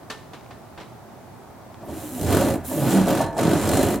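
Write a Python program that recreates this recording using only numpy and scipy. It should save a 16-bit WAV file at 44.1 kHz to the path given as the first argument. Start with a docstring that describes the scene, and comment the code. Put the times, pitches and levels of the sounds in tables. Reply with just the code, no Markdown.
"""Dry wipers in a garage

A stereo microphone near a car with its bonnet open, over the low wash of the garage. Leads click against the
battery, then the wipers drag over dry glass for three strokes. The rubber sticks and slips: it hisses, groans
and chatters, shaking windscreen and cowl, and a wiper arm rings on a high note. The linkage knocks as its play
is taken up, and a blade thuds where it catches and jumps."""
import sys
import numpy as np
from scipy import signal
from scipy.fft import rfft, irfft
from scipy.io import wavfile

SR = 44100
rng = np.random.default_rng(int(sys.argv[2]) if len(sys.argv) > 2 else 0)


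def to_wav(s):
    """Save 16-bit WAV."""
    ch = np.atleast_2d(s).T  # columns
    pcm = np.round(np.clip(ch, -1, 1) * 32767)  # PCM
    wavfile.write(sys.argv[1], SR, pcm.astype(np.int16))


N = 176400
TIME = np.arange(N) / SR
BINS = np.fft.rfftfreq(16384, 1 / SR)  # frequencies in Hz of every dB curve

# One list per wiper stroke. Each row: time in seconds, then relative levels in dB of the
# bass, body, rasp, hiss and fizz.
STROKES = [
    [(1.8, -60, -40, -51, -80, -80), (1.858, -64, -43, -61, -74, -57), (1.886, -39, -33.5, -52, -56, -57),
     (2.0, -42, -40, -47.5, -47.5, -45.5), (2.114, -51, -42, -52, -47.5, -44.5),
     (2.226, -24, -27.5, -47, -43, -41.5), (2.284, -24, -22.5, -33.5, -38, -40),
     (2.326, -25, -18, -30.5, -35, -36), (2.486, -26.5, -21.5, -34, -38.5, -39),
     (2.542, -35, -25.5, -42, -44, -44), (2.58, -33, -29.5, -60, -55.5, -57),
     (2.62, -31, -48, -64, -75, -79)],
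    [(2.62, -46, -46, -61, -77, -76), (2.652, -29, -37, -61, -45, -41), (2.676, -41, -51, -57, -44, -35.5),
     (2.712, -51, -29.5, -50.5, -41, -38), (2.866, -33, -23.5, -34, -42, -38.5),
     (2.916, -48, -21.5, -33, -32.5, -36), (2.988, -29, -18, -32, -39.5, -41),
     (3.054, -32, -27, -38.5, -43.5, -46), (3.09, -31, -18.5, -30, -39, -37),
     (3.23, -31.5, -24.5, -33.5, -42, -43), (3.238, -23.5, -26.5, -35, -42.5, -50),
     (3.33, -49, -37, -61, -65, -73)],
    [(3.33, -48, -31, -46, -67, -71), (3.348, -57, -34, -60, -58, -63), (3.386, -38, -22, -31, -41, -44),
     (3.554, -36, -19.5, -32.5, -40, -42), (3.604, -32, -27, -33, -38, -42.5),
     (3.664, -24.5, -20.5, -31, -35.5, -37), (3.7, -30, -21, -33.5, -37, -42),
     (3.754, -22, -17.5, -29, -31.5, -34), (3.784, -24, -18.5, -30.5, -32.5, -34.5),
     (3.95, -31.5, -23.5, -36.5, -41, -40.5), (3.988, -35, -31, -63, -53, -60),
     (4.0, -39, -34, -55, -59, -65)],
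]
# Resonances of windscreen, cowl and wiper arms. Each row: frequency in Hz, width in Hz, lift in dB.
PANEL_MODES = [(49, 8, 5), (98, 11, 6), (133, 14, 3), (190, 16, 2), (271, 16, 3.5), (302, 14, 3),
               (548, 18, 7), (598, 22, 3), (703, 26, 3), (916, 24, 3), (1493, 40, 4), (1730, 60, 3),
               (2036, 36, 4), (3262, 60, 4.5), (3978, 60, 5), (4162, 40, 6), (7485, 300, 2.5),
               (9641, 170, 4.5)]
# Stereo spread of wipers and room. Each row: frequency in Hz, side minus mid in dB.
WIDTH = [(60, -18), (300, -16.5), (1000, -13.5), (2000, -17.5), (4000, -7.5), (12000, -5)]


def amp(db):
    """Decibels to gain."""
    return 10 ** (np.asarray(db) / 20)


def unit_rms(x):
    """Scales to rms 1."""
    return x / np.sqrt(np.mean(x ** 2) + 1e-20)


def curve(points):
    """Joins (Hz, value) points by lines on a log-frequency axis."""
    hz, value = np.transpose(points)
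    return np.interp(np.log(BINS + 1), np.log(hz + 1), value)


def add(mix, start, sound):
    """Mixes a sound in at a start in seconds."""
    part = mix[..., round(start * SR):][..., :sound.shape[-1]]
    part += sound[..., :part.shape[-1]]


def response(db):
    """Causal impulse response with a given dB curve."""
    log_gain = np.log(amp(np.r_[db, db[-2:0:-1]]))
    return np.fft.ifft(np.exp(np.conj(signal.hilbert(log_gain)))).real[:6000]


def colour(x, db):
    """Filters by a dB curve."""
    return signal.fftconvolve(x, response(db))[:N]


def wander(rate_hz):
    """Random drift of rms 1, mostly slower than the given rate."""
    rolloff = 1 + (np.fft.rfftfreq(N, 1 / SR) / rate_hz) ** 4
    return unit_rms(irfft(rfft(rng.standard_normal(N)) / rolloff, N))


def burst(envelope, db):
    """Direct and diffuse noise under an envelope, through a colour of unit power."""
    ring = response(db)
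    noise = rng.standard_normal((2, len(envelope))) * envelope
    return signal.fftconvolve(noise, ring[None] / np.linalg.norm(ring), axes=1)


def stereo(mid, side, width):
    """Left and right from a direct and a diffuse part."""
    side = colour(side, curve(width))
    return np.array([mid + side, mid - side])


def room_tone(level_db=-43.5):
    """The steady low wash of the garage, all round the microphone."""
    # Each row: frequency in Hz, relative level in dB.
    spectrum = [(15, -47), (25, -28), (48, -11.5), (84, -5), (117, 2), (145, -4.5), (223, -3.5),
                (293, -7.5), (363, -6), (476, -11), (516, -11), (695, -5), (2910, -30.5), (12900, -37),
                (16000, -35.5)]
    # Each row: frequency in Hz, side minus mid in dB.
    spread = [(60, -13.5), (240, -5), (950, -7), (3770, -2), (15000, 1.5)]
    mid, side = [colour(rng.standard_normal(N), curve(spectrum)) for _ in range(2)]
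    return amp(level_db) * unit_rms(stereo(mid, side, spread))


def battery_leads(rise_s=0.0027, clatter_t60=0.16, tail_t60=0.51, tick_s=0.0019):
    """Clips tap the terminals, ring and clatter round the engine bay; the wires tick faintly."""
    # Each row: start in seconds, level in dB, brightness in dB per octave, clamp ring from 0 to 1.
    clicks = [(.099, -29.5, 1.8, 1), (0.332, -37.5, -1, 0.2), (0.506, -41, -2.5, 0.8),
              (0.775, -37.5, -3, 0.1), (.799, -40, -1, .05), (.807, -39.5, -3, .05)]
    # Dry ticks of the wires. Each row: start in seconds, level in dB.
    ticks = [(.032, -45), (0.41, -43), (0.445, -48), (0.463, -44), (1.744, -41.5)]
    # Colour of clicks and ticks. Each row: frequency in Hz, relative level in dB.
    spectrum = [(80, -6.5), (420, 7), (900, 5), (1400, 3), (2500, -1.5), (4000, -2.5), (6000, -11.5),
                (9000, -17.5), (16000, -31)]
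    # The battery clamp. Each row: frequency in Hz, level in dB, seconds to fall 60 dB.
    clamp_modes = [(431, -13, .35), (1168, -15, .28), (1793, -11, .4)]
    # Spread of the engine bay. Each row: frequency in Hz, side minus mid in dB.
    bay_width = [(200, -18), (1000, -14), (4000, -7), (12000, 2)]
    out, t = np.zeros((2, N)), TIME[:SR // 2]
    rise = np.minimum(t / rise_s, 1)
    clatter = rise * amp(-60 * t / clatter_t60)
    tail = rise * amp(-11 - 60 * t / tail_t60)
    clamp = sum(amp(db - 60 * t / t60) * np.sin(2 * np.pi * hz * t) for hz, db, t60 in clamp_modes)
    octaves = np.log2(1 + BINS / 1000)
    for start, db, tilt, ring in clicks:
        tone = curve(spectrum) + tilt * octaves
        add(out, start, amp(db) * (burst(clatter, tone) + burst(tail, tone)))
        add(out[0], start, amp(db) * ring * clamp)  # dead centre
    for start, db in ticks:
        add(out, start, amp(db) * burst(np.exp(-t / tick_s), curve(spectrum)))
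    return stereo(*out, bay_width)


def through_panels(spectrum):
    """The dB curve of a spectrum once glass, cowl and arms have added their resonances."""
    peaks = sum((amp(db) ** 2 - 1) / (1 + (2 * (BINS - hz) / width) ** 2)
                for hz, width, db in PANEL_MODES)
    return curve(spectrum) + 10 * np.log10(1 + peaks)


def stick_slip(rise_s=0.0011, decay_s=0.011, jitter=0.015):
    """The blades' force surges at each slip and dies quickly; returns force and chatter depth."""
    # Each row: time in seconds, slips per second, depth from 0 to 1.
    chatter = [(2.15, 63, .05), (2.23, 56, 0.6), (2.33, 46.3, 0.67), (2.55, 59, 0.74), (2.65, 66, 0.1),
               (2.901, 50, 0.1), (3.1, 43, 0.75), (3.4, 48, 0.9), (3.6, 49.8, 0.5), (3.751, 51, 1),
               (3.97, 57, 0.6)]
    times, rates, depths = np.transpose(chatter)
    rate = np.interp(TIME, times, rates)
    slip_count = np.cumsum(rate * (1 + jitter * wander(22))) / SR
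    strength = amp(rng.uniform(-4.2, 3, N))[slip_count.astype(int)]  # one draw per slip
    age = (slip_count % 1) / rate
    force = strength * (1 - np.exp(-age / rise_s)) * np.exp(-age / decay_s)
    return unit_rms(force), np.interp(TIME, times, depths)


def friction(level_db, spectrum, chatter, chatter_share, grain_db):
    """Tiny grains of friction, bunched by the slips, ring the glass and cowl."""
    force, depth = chatter
    depth = depth * chatter_share
    times = np.vstack(STROKES)[:, 0]
    fade_in = np.clip((TIME - times[0]) / 0.022, 0, 1)
    level = amp(np.interp(TIME, times, level_db)) * fade_in
    grains = unit_rms(amp(grain_db * wander(610).clip(-2, 2)))
    drive = level * np.sqrt(1 - depth + depth * force ** 2) * grains
    tone = through_panels(spectrum)
    mid, side = [colour(drive * rng.standard_normal(N), tone) for _ in range(2)]
    return stereo(mid, side, WIDTH) / np.linalg.norm(response(tone))


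def blade_rub():
    """Dry rubber on glass, from the rumble of the screen up to the fizz of the lip."""
    # Five colours of rubbing, low to high. Each row: frequency in Hz, relative level in dB.
    bass = [(20, -34), (36, -39), (48, -9.5), (62, -21), (80, -1), (100, -3.5), (125, -1.5), (170, -15),
            (400, -48)]
    body = [(50, -66.5), (90, -17.5), (130, -0.5), (200, 0.5), (290, 2.5), (450, -3.5), (650, -5),
            (850, -11.5), (1200, -25.5), (2500, -36.5), (6000, -89)]
    rasp = [(300, -36.5), (800, 2.5), (1450, -0.5), (2100, -8), (2900, -8.5), (3900, -11.5), (5200, -13.5),
            (9000, -18), (16000, -56)]
    hiss = [(500, -51), (1100, -6), (3000, -1.5), (5200, -6), (7300, 3.5), (9600, 0), (12000, -7.5),
            (16000, -35)]
    fizz = [(2500, -24), (7000, -12), (10500, -0.5), (13500, 1.5), (16000, -5)]
    _, bass_db, body_db, rasp_db, hiss_db, fizz_db = np.vstack(STROKES).T
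    chatter = stick_slip()
    return (friction(bass_db - 2.5, bass, chatter, chatter_share=0.85, grain_db=-0.5)
            + friction(body_db, body, chatter, chatter_share=0.54, grain_db=2.0)
            + friction(rasp_db + 0.23, rasp, chatter, chatter_share=0.58, grain_db=1.5)
            + friction(hiss_db + 0.27, hiss, chatter, chatter_share=0.61, grain_db=2.9)
            + friction(fizz_db + 0.5, fizz, chatter, chatter_share=1.0, grain_db=0.5))


def garage_reverb(x):
    """The walls answer with a diffuse tail, longest in the mids and shortest in the treble."""
    # Each row: frequency in Hz, seconds to fall 60 dB.
    decay_times = [(100, 0.35), (400, 0.23), (1500, 0.79), (5000, 0.093), (15000, 0.074)]
    hz, t, noise = signal.stft(rng.standard_normal((2, SR // 2)), SR, nperseg=256)
    t60 = np.interp(hz, BINS, curve(decay_times))[:, None]
    _, tails = signal.istft(noise * amp(-60 * t / t60), SR, nperseg=256)
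    mid, side = [signal.fftconvolve(x, tail / np.linalg.norm(tail))[:N] for tail in tails]
    return stereo(mid, side, WIDTH)


def linkage_knocks(rise_s=0.0015):
    """Play in the linkage is taken up with a ringing knock."""
    # Each row: start in seconds, level in dB.
    knocks = [(1.831, -30.5), (1.891, -36), (2.713, -25.5), (3.074, -15.5), (3.2045, -7), (3.211, -19),
              (3.228, -27), (3.366, -17), (3.386, -13)]
    # Each row: frequency in Hz, relative level in dB, seconds to fall 60 dB.
    linkage_modes = [(308, -12, 0.054), (528, -10.5, 0.24), (656.5, 7, 0.056), (700, 2.5, 0.066),
                     (827, -4.5, 0.056), (918, -4.5, 0.11), (1120, -6, 0.035), (1750, -16.5, 0.11)]
    out, t = np.zeros(N), TIME[:SR // 2]
    for start, db in knocks:
        ring = sum(amp(mode_db - 60 * t / t60) * np.sin(2 * np.pi * (hz * t + rng.random()))
                   for hz, mode_db, t60 in linkage_modes)
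        add(out, start, amp(db) * ring / abs(ring).max() * np.minimum(t / rise_s, 1))
    return out


def rubber_groans(waver=0.025, roughness=0.25, octave_db=-24):
    """The rubber sings briefly, its pitch gliding as the blade changes speed."""
    # Each row: start and length in seconds, first and last pitch in Hz, level in dB.
    groans = [(1.87, .13, 353, 309, -36), (2.02, 0.11, 312, 292, -31), (2.1, 0.1, 287, 232, -29.5),
              (2.22, 0.2, 111.2, 88.4, -21.5), (2.67, 0.12, 255.7, 266, -28),
              (2.69, 0.136, 571, 561, -30.5), (2.745, 0.18, 151.7, 125, -21), (2.8, .13, 267.5, 208, -25),
              (2.91, 0.17, 202, 181, -14), (3.09, 0.088, 292, 277, -27), (3.351, 0.103, 631, 597, -26.5),
              (3.41, 0.11, 163.6, 170, -27), (3.48, 0.16, 259.7, 307, -24), (3.58, 0.14, 210.4, 217, -25)]
    out, drift = np.zeros(N), 1 + waver * wander(60)
    for start, length, first_hz, last_hz, db in groans:
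        progress = np.linspace(0, 1, int(length * SR))
        glide = first_hz * (last_hz / first_hz) ** progress
        pitch = glide * drift[round(start * SR):][:len(progress)]
        phase = 2 * np.pi * np.cumsum(pitch) / SR
        note = np.sin(phase) + amp(octave_db) * np.sin(2 * phase)
        add(out, start, amp(db) * np.sin(np.pi * progress) * note)
    return out * (1 + roughness * wander(80))


def lip_snaps(decay_s=0.0048):
    """The lip of a blade lets go with a sharp tick."""
    # Each row: start in seconds, level in dB.
    snaps = [(2.212, -32), (2.23, -35), (2.247, -34), (3.07, -33), (3.091, -37), (3.181, -35),
             (3.213, -29.5), (3.38, -31), (3.433, -31.5), (3.691, -21.5), (3.771, -25)]
    # Each row: frequency in Hz, relative level in dB.
    spectrum = [(500, -34), (2500, -19), (5500, -8), (8000, -5), (10500, -10), (16000, -17)]
    out, crack = np.zeros((2, N)), np.exp(-TIME[:SR // 10] / decay_s)
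    for start, db in snaps:
        add(out, start, amp(db) * burst(crack, through_panels(spectrum)))
    return stereo(*out, WIDTH)


def arm_squeals(pitch_hz=4165, waver=0.019, roughness=0.25):
    """Pressed hard, a wiper arm rings faintly on one unsteady high note."""
    # Each row: start and length in seconds, level in dB.
    squeals = [(2.34, 0.23, -51), (3.15, 0.17, -48), (3.67, 0.25, -39.5)]
    pitch = pitch_hz * (1 + waver * wander(297))
    note = np.sin(2 * np.pi * np.cumsum(pitch) / SR)
    envelope = np.zeros(N)
    for start, length, db in squeals:
        add(envelope, start, amp(db) * np.sin(np.linspace(0, np.pi, int(length * SR))))
    return envelope * note * (1 + roughness * wander(150))


def blade_thuds():
    """A blade catches, jumps and thuds on the screen."""
    # Each row: start in seconds, level in dB.
    thuds = [(2.37, -7.5), (2.544, -15), (3.115, -17), (3.413, -12.5), (3.435, -21), (3.454, -7.5),
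             (3.479, -10.5), (3.5, -15), (3.555, -12), (3.774, -15), (3.799, -23)]
    # Each row: frequency in Hz, relative level in dB.
    spectrum = [(20, -63), (70, -28.5), (120, -4.5), (175, -4), (250, -3.5), (340, -7.5), (600, -24),
                (1500, -34), (8000, -57)]
    out, thud = np.zeros(N), response(through_panels(spectrum))
    for start, db in thuds:
        add(out, start, amp(db) * thud / abs(thud).max())
    return out


def scene(rub_reverb_db=-14, knock_reverb_db=-9):
    """Wipers and battery leads close up, the garage behind, the bass leaning to the right."""
    # Balance of wipers and room. Each row: frequency in Hz, left minus right in dB.
    balance = [(35, -2.5), (80, -6), (160, -2.5), (320, -0.8), (2000, -0.2), (6000, -1), (14000, -0.5)]
    rubbing = blade_rub() + lip_snaps()
    knocking = linkage_knocks() + blade_thuds()
    wipers = rubbing + rubber_groans() + arm_squeals() + knocking
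    reverb = garage_reverb(amp(rub_reverb_db) * rubbing.mean(0) + amp(knock_reverb_db) * knocking)
    left, right = wipers + reverb + room_tone()
    lean_db = curve(balance) / 2
    return np.array([colour(left, lean_db), colour(right, -lean_db)]) + battery_leads()


def record(dry):
    """The recorder's band limit cuts the top treble off both channels."""
    edge_hz = 16050
    lowpass = signal.firwin(511, edge_hz, window=("kaiser", 9), fs=SR)
    return signal.oaconvolve(dry, lowpass[None], "same")


dry = scene()
out = record(dry)
to_wav(out)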